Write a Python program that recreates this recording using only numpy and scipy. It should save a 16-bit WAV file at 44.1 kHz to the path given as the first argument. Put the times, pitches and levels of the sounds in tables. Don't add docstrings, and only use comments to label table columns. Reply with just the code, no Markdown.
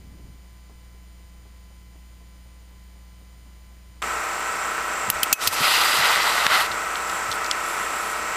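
import sys
import numpy as np
from scipy import signal
from scipy.fft import rfft, irfft
from scipy.io import wavfile
from scipy.ndimage import uniform_filter1d

SR = 44100
rng = np.random.default_rng(int(sys.argv[2]) if len(sys.argv) > 2 else 0)


def transcribe(signal):
    frames = np.atleast_2d(signal).T
    limited = np.clip(frames, -1, 1)
    pcm = np.round(limited * 32767).astype(np.int16)
    wavfile.write(sys.argv[1], SR, pcm)


N = 368676
T = np.arange(N) / SR


def undb(db):
    return 10 ** (np.asarray(db) / 20)


def unit(x):
    return x / np.sqrt(np.mean(x ** 2))


def noise():
    return rng.standard_normal(N)


def colour(x, points):
    hz, db = np.transpose(points)
    bins_hz = np.maximum(np.fft.rfftfreq(len(x), 1 / SR), 1)
    gain = undb(np.interp(np.log(bins_hz), np.log(hz), db))
    return unit(irfft(rfft(x) * gain, len(x)))


def band(x, hz, q):
    b, a = signal.iirpeak(hz, q, fs=SR)
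    once = signal.lfilter(b, a, x)
    return unit(signal.lfilter(b, a, once))


def walk(rate):
    k = max(int(SR / rate), 1)
    held = np.repeat(rng.standard_normal(N // k + 1), k)
    slewed = uniform_filter1d(uniform_filter1d(held, k), k)
    return unit(slewed[:N])


def fade(t, t60):
    return np.exp(-np.log(1000) * np.maximum(t, 0) / t60)


def add(out, s, sound):
    i = int(s * SR)
    out[i:i + len(sound)] += sound[:N - i]


def lines(table, turn):
    return sum(undb(db) * np.sqrt(2) * np.sin(2 * np.pi * (hz * turn + rng.random())) for hz, db in table)


# (frequency [Hz], level [dB rms])
MOTOR_HUM = [(59.6, -46), (119.2, -66.5), (178.8, -60.5), (204, -71.5), (297.9, -73)]
# (frequency [Hz], level [dB rms])
MOTOR_WHINE = [(1017.2, -69), (1986.8, -74.5), (2034.5, -71), (2309.5, -73.5), (2980, -77.5),
               (3051.8, -73.5), (4069, -77), (4619, -75), (4967, -75), (5086, -78), (6104, -76.5),
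               (6928, -73.5), (7121, -77.5), (8138, -77.5), (8941, -82), (9238, -76), (10172, -80.5),
               (11881, -80.5), (12812, -76), (13114, -81), (13916, -87), (15122, -85)]
# (frequency [Hz], relative level [dB per Hz])
MIC_HISS = [(53, -9), (90, -6), (248, -21), (922, -26), (1000, -25), (1100, -27), (2000, -29),
            (6550, -33.5), (7140, -29), (7610, -38), (9240, -30), (11000, -43.5), (15500, -33)]
HUM_DROP_S = 4.2
RUMBLE_DB, RUMBLE_HOLD_S, RUMBLE_T60_S, RUMBLE_REST_DB = -50.5, .3, 0.66, -68.5


def camera(late_hum_db=-7, hiss_db=-55.5, bump_db=-55, bump_t60=0.15):
    turn = T + np.cumsum(0.000298 * walk(6)) / SR
    hum = lines(MOTOR_HUM, turn) * undb(np.where(T < HUM_DROP_S, 0, late_hum_db))
    whine = lines(MOTOR_WHINE, turn)

    rumble = colour(noise(), [(15, -8), (50, 0), (170, -5), (330, -14), (700, -30), (2000, -55)])
    dying = undb(RUMBLE_DB) * fade(T - RUMBLE_HOLD_S, RUMBLE_T60_S)
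    rumble = rumble * (dying + undb(RUMBLE_REST_DB)) * undb(1.8 * walk(22))

    since_bump = (T - .19) % .2515
    bumps = colour(noise(), [(60, -18), (180, -1), (400, -5), (1000, -12), (2500, -37)])
    bumps = bumps * fade(since_bump, bump_t60) * np.minimum(since_bump / 0.0043, 1)
    bumps = bumps * undb(bump_db + 2 * walk(3.6))
    return hum + bumps + rumble + whine + undb(hiss_db) * colour(noise(), MIC_HISS)


BUZZ_HZ = 169.55


def buzz(db=-66, corner_hz=2000, scatter=.25):
    partials_hz = [BUZZ_HZ * k for k in range(2, 28) if k % 6]
    comb = 0
    for hz in partials_hz:
        phase = scatter * rng.random()
        comb = comb + np.sin(2 * np.pi * (hz * T + phase)) / np.hypot(1, hz / corner_hz)
    return undb(db) * unit(comb)


# (time [s], firing rate [per s])
ENGINE_SPEED = [(4.1, 31.14), (5.1, 31.14), (6.8, 31.04), (8.3, 31.04)]
# (multiple of firing rate, level [dB rms])
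ENGINE_ORDERS = [(2, -77), (6, -59), (10, -57.5), (11, -52), (13, -57), (14, -52), (15, -50), (16, -59),
                 (18, -53.5), (19, -50), (20, -47.5), (21, -51.5), (22, -52.5), (23, -47.5), (24, -60),
                 (25, -45), (26, -49.5), (28, -53), (29, -47), (31, -46.5), (32, -45), (33, -46), (34, -45),
                 (36, -56), (37, -44), (39, -50), (40, -44.5), (41, -44.5), (42, -35.5), (43, -38.5),
                 (45, -47), (47, -45), (48, -51), (49, -43.5), (61, -44), (62, -51)]
# (frequency [Hz], relative level [dB per Hz])
CLATTER_COLOUR = [(60, -45), (110, -28), (200, -15), (350, -11.5), (700, -7.5), (1000, -3), (1300, 0),
                  (1520, 1), (1700, -5), (1900, -4), (2300, -6.5), (2800, -12), (4200, -23), (7000, -34.5)]


def engine(knock_db=-39, clatter_db=-30.5, throb=0.081, jitter=0.00099):
    speed = np.interp(T, *np.transpose(ENGINE_SPEED)) * (1 + jitter * walk(14))
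    cycle = np.cumsum(speed) / SR
    tones = 0
    for order, db in ENGINE_ORDERS:
        tone = np.sqrt(2) * np.sin(2 * np.pi * (order * cycle + rng.random()))
        tones = tones + undb(db + 0.14 * walk(7)) * tone

    grain = rng.standard_normal(int(SR / ENGINE_SPEED[0][1]))
    one_cycle = colour(grain, [(1400, -25), (1850, 0.5), (2300, 2.5), (2900, -6), (5000, -25.5)])
    knock = np.interp(cycle % 1, np.linspace(0, 1, len(one_cycle)), one_cycle)

    clatter = colour(noise(), CLATTER_COLOUR) * undb(0.67 * walk(25))
    clatter = clatter * (1 + throb * np.cos(2 * np.pi * cycle))
    return tones + undb(knock_db) * knock + undb(clatter_db) * clatter


def insect(rate, hz, drop_hz, width_hz, db, duty):
    stroke = np.cumsum(rate * (1 + 0.031 * walk(12))) / SR % 1
    along = np.minimum(stroke / duty, 1)
    pitch = hz + drop_hz * (.5 - along) + width_hz * walk(1500)
    song = np.sin(np.pi * along) * np.sin(2 * np.pi * np.cumsum(pitch) / SR)
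    return unit(song) * undb(db + 2.6 * walk(15))


# (frequency [Hz], relative level [dB per Hz])
FIELD_AIR = [(2500, -13), (4000, 0), (5000, 0.5), (6000, 2.5), (6800, 0.5), (7800, 4.5), (8800, -2.5),
             (9800, -8), (12000, -6.5), (15500, -12)]


def meadow(air_db=-39.0):
    near = insect(rate=53.5, hz=7510, drop_hz=840, width_hz=170, db=-43.5, duty=1.0)
    second = insect(rate=22.0, hz=8200, drop_hz=607, width_hz=310, db=-49, duty=0.97)
    third = insect(rate=18.7, hz=9100, drop_hz=104, width_hz=140, db=-56.0, duty=0.38)
    return near + second + third + undb(air_db) * colour(noise(), FIELD_AIR)


def knocks(table, q, rise_s):
    out, t = np.zeros(N), T[:SR // 3]
    for s, db, hz, t60 in table:
        shape = fade(t - rise_s, t60) * np.minimum(t / rise_s, 1)
        blow = band(rng.standard_normal(len(t)), hz, q) * shape
        level = np.sqrt(np.sum(shape ** 2) / np.sum(blow ** 2))
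        add(out, s, undb(db) * blow * level)
    return out


# (time [s], level [dB], resonance [Hz], t60 [s])
SHARP_KNOCKS = [(4.0247, -18.5, 2420, 0.0055), (6.715, -27, 3600, 0.057), (6.956, -20, 3520, 0.012),
                (7.097, -28, 3500, .025), (7.315, -20, 4160, 0.023), (7.326, -22.5, 3900, .025),
                (7.444, -24.5, 5000, 0.018), (7.462, -26, 4800, .02), (7.5122, -8, 4270, 0.008)]
CUT_TICK = SHARP_KNOCKS[:1]


def cut_tick():
    return knocks(CUT_TICK, q=1.4, rise_s=.0002)


# (time [s], level [dB], resonance [Hz], t60 [s])
LOW_THUMPS = [(5.078, -34.5, 119, 0.14), (5.152, -38, 90, 0.13), (5.328, -25, 160, .04),
              (5.47, -32.5, 110, 0.15), (5.603, -29.5, 167, 0.1), (5.98, -38, 109, .25),
              (6.46, -40, 150, .12), (6.697, -41, 110, .12), (7.285, -38, 100, .14)]


def thumps():
    return knocks(LOW_THUMPS, q=0.97, rise_s=0.0031)


# (time [s], level [dB], scrape length [s], t60 [s],
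#                 ring frequency [Hz], relative ring level [dB], relative spring level [dB])
FLINT_SNAPS = [(5.101, -4, 0.00058, 0.015, 13400, -4.5, -44), (5.2314, -6, 0.00078, 0.025, 2830, -9.5, -22),
               (5.3276, 5, 0.0037, 0.027, 7200, -6.5, -14.5), (5.4736, -4, 0.00098, 0.039, 4840, -5.5, -22)]
# (frequency [Hz], relative level [dB per Hz])
FLINT_COLOUR = [(60, -5), (250, -13), (600, -7), (1200, -10), (2000, -4), (3000, 3.5), (4200, -1.5),
                (9000, -1.5), (11000, 1.5), (14000, 1.5), (16000, 5)]
# (frequency [Hz], relative level [dB], t60 [s])
SPRING_MODES = [(2560, 3, 0.11), (2660, -8, .06), (6067, -16, 0.22), (7440, -17.5, 0.066), (8400, -16, .06),
                (10200, -18, .2), (11940, -17, 0.2)]
SNAP_TAIL_S = .1


def igniter(tail_db=-20):
    out, t = np.zeros(N), T[:SR // 4]
    spring = sum(undb(db) * np.sin(2 * np.pi * hz * t) * fade(t, t60) for hz, db, t60 in SPRING_MODES)
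    for s, db, scrape, t60, hz, ring_db, spring_db in FLINT_SNAPS:
        grit, ring = rng.standard_normal((2, len(t)))
        rasp = colour(grit, FLINT_COLOUR) + undb(ring_db) * band(ring, hz, q=2.5)
        shape = fade(t - scrape, t60) + undb(tail_db) * fade(t, SNAP_TAIL_S)
        add(out, s, undb(db) * (unit(rasp) * shape + undb(spring_db) * spring))
    return out


def sparks(per_s, spread_db):
    size = undb(spread_db * np.minimum(rng.exponential(size=N), 5))
    struck = rng.random(N) < per_s / SR
    return unit(struck * size * noise())


def flare(start, rise, end, sag_db_per_s, t60):
    attack = np.clip((T - start) / rise, 0, 1)
    sag = undb(-sag_db_per_s * np.maximum(T - start - rise, 0))
    return attack * sag * fade(T - end, t60)


def flutter(x, depth_db, rate):
    bins_hz = np.maximum(np.fft.rfftfreq(N, 1 / SR), 1)
    place = np.clip(np.log2(bins_hz / 600) * 1.5, 0, 7)
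    spectrum = rfft(x)
    out = 0
    for k in range(8):
        part = irfft(spectrum * np.maximum(1 - abs(place - k), 0), N)
        out = out + part * undb(depth_db * walk(rate))
    return out


# (start time [s], jet and fizz rise [s], end time [s], roar level [dB], jet level [dB], fizz level [dB])
POWDER_FLARES = [(5.385, 0.034, 5.47, -33, -33.5, -30), (5.51, .02, 5.535, -31, -32.5, -30.5),
                 (5.53, 0.14, 6.6, -23, -22, -27), (6.0, 0.046, 6.12, -23.5, -34, -50),
                 (6.48, .06, 6.61, -24.5, -26, -33)]
# (frequency [Hz], relative level [dB per Hz])
ROAR_COLOUR = [(100, -24), (300, -21.5), (600, -7.5), (1000, -1), (1350, 3.5), (1700, -4.5), (2000, 3.5),
               (2400, -13.5), (3200, -11), (6000, -46)]
JET_COLOUR = [(1600, -28), (2500, 4), (3300, 1), (4000, 2.5), (4500, 0.5), (4950, -0.5), (5400, -13),
              (7000, -21.5)]
FIZZ_COLOUR = [(3500, -28), (5400, 2), (7000, -1.5), (8500, -0.5), (10000, -3.5), (12000, -1),
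               (14000, -9.5), (15500, -16)]
JET_SAG_DB_PER_S, FIZZ_SAG_DB_PER_S, ROAR_GROWTH_DB_PER_S = 9, 8.5, 1.5
ROAR_T60_S, SPRAY_T60_S = .25, 0.57
ROAR_RISE_SHARE = 0.82
SPENT_S, SPENT_T60_S = 6.662, .07


def burn(sputter_db=0.62, crackle=0.45, whistle_db=-10, whistle_end_s=6.15):
    flares = []
    for start, rise, end, roar_db, jet_db, fizz_db in POWDER_FLARES:
        roar = flare(start, ROAR_RISE_SHARE * rise, end, -ROAR_GROWTH_DB_PER_S, ROAR_T60_S)
        jet = flare(start, rise, end, JET_SAG_DB_PER_S, SPRAY_T60_S)
        fizz = flare(start, rise, end, FIZZ_SAG_DB_PER_S, SPRAY_T60_S)
        flares.append((undb(roar_db) * roar, undb(jet_db) * jet, undb(fizz_db) * fizz))
    roar, jet, fizz = np.sqrt(np.sum(np.square(flares), axis=0))

    gas = roar * colour(noise() + crackle * sparks(700, 2.6), ROAR_COLOUR)
    whistle = undb(whistle_db) * band(noise(), hz=4860, q=35)
    whistle = whistle * np.clip((whistle_end_s - T) / 0.15, 0, 1)
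    slot = colour(noise() + crackle * sparks(1000, 3.1), JET_COLOUR) + whistle
    spray = fizz * colour(noise() + crackle * sparks(3000, 3), FIZZ_COLOUR)
    flame = flutter(gas + jet * slot + spray, depth_db=1.5, rate=55)
    return flame * undb(sputter_db * walk(90)) * fade(T - SPENT_S, SPENT_T60_S)


# (time [s], level [dB], resonance [Hz], t60 [s])
MOULD_POPS = [(6.4658, -2.5, 1500, 0.009)]


def pops():
    return knocks(MOULD_POPS, q=0.72, rise_s=0.0002)


BALLAST_STONES = SHARP_KNOCKS[1:]
# (middle time [s], length [s], level before grass gain [dB])
GRASS_SWISHES = [(6.75, .16, -46), (6.96, .16, -45), (7.128, .22, -40.5), (7.33, .14, -40),
                 (7.73, 0.45, -39.5), (8.044, 0.53, -40)]


def boots(grass_db=-1):
    blades = colour(sparks(2500, 1.7), [(1500, -13.5), (3500, -1), (6000, -10), (10500, -1), (15000, -13)])
    brushing = 0
    for s, length, db in GRASS_SWISHES:
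        swing = np.cos(np.pi * np.clip((T - s) / length, -.5, .5)) ** 2
        brushing = brushing + undb(grass_db + db) * swing
    return knocks(BALLAST_STONES, q=1.4, rise_s=.0002) + brushing * blades


CUT_S = 4.019


def scene():
    outdoors = engine() + meadow() + cut_tick() + thumps() + igniter() + burn() + pops() + boots()
    cut_in = np.clip((T - CUT_S) / 0.00069, 0, 1)
    mono = camera() + buzz() + outdoors * cut_in
    return np.array([mono, mono])


def lag(x, seconds):
    pole = np.exp(-1 / (seconds * SR))
    return signal.lfilter([1 - pole], [1, -pole], x)


TOP_HZ = 15400


def record(dry, threshold_db=-13, detect_s=0.0019, attack_s=0.0019, hold_s=0.013, release_db_per_s=210):
    level_db = 10 * np.log10(lag(dry[0] ** 2, detect_s) + 1e-12)
    over_db = np.maximum(level_db - threshold_db, 0)
    duck_db = np.maximum.accumulate(over_db + release_db_per_s * T) - release_db_per_s * T
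    held_db = np.maximum(duck_db, np.interp(T - hold_s, T, duck_db))
    duck_db = lag(held_db, attack_s)
    limited = np.clip(dry * undb(-duck_db), -.64, .64)
    top_cut = signal.ellip(10, .2, 80, TOP_HZ, fs=SR, output="sos")
    return signal.sosfilt(top_cut, limited)


dry = scene()
out = record(dry)
transcribe(out)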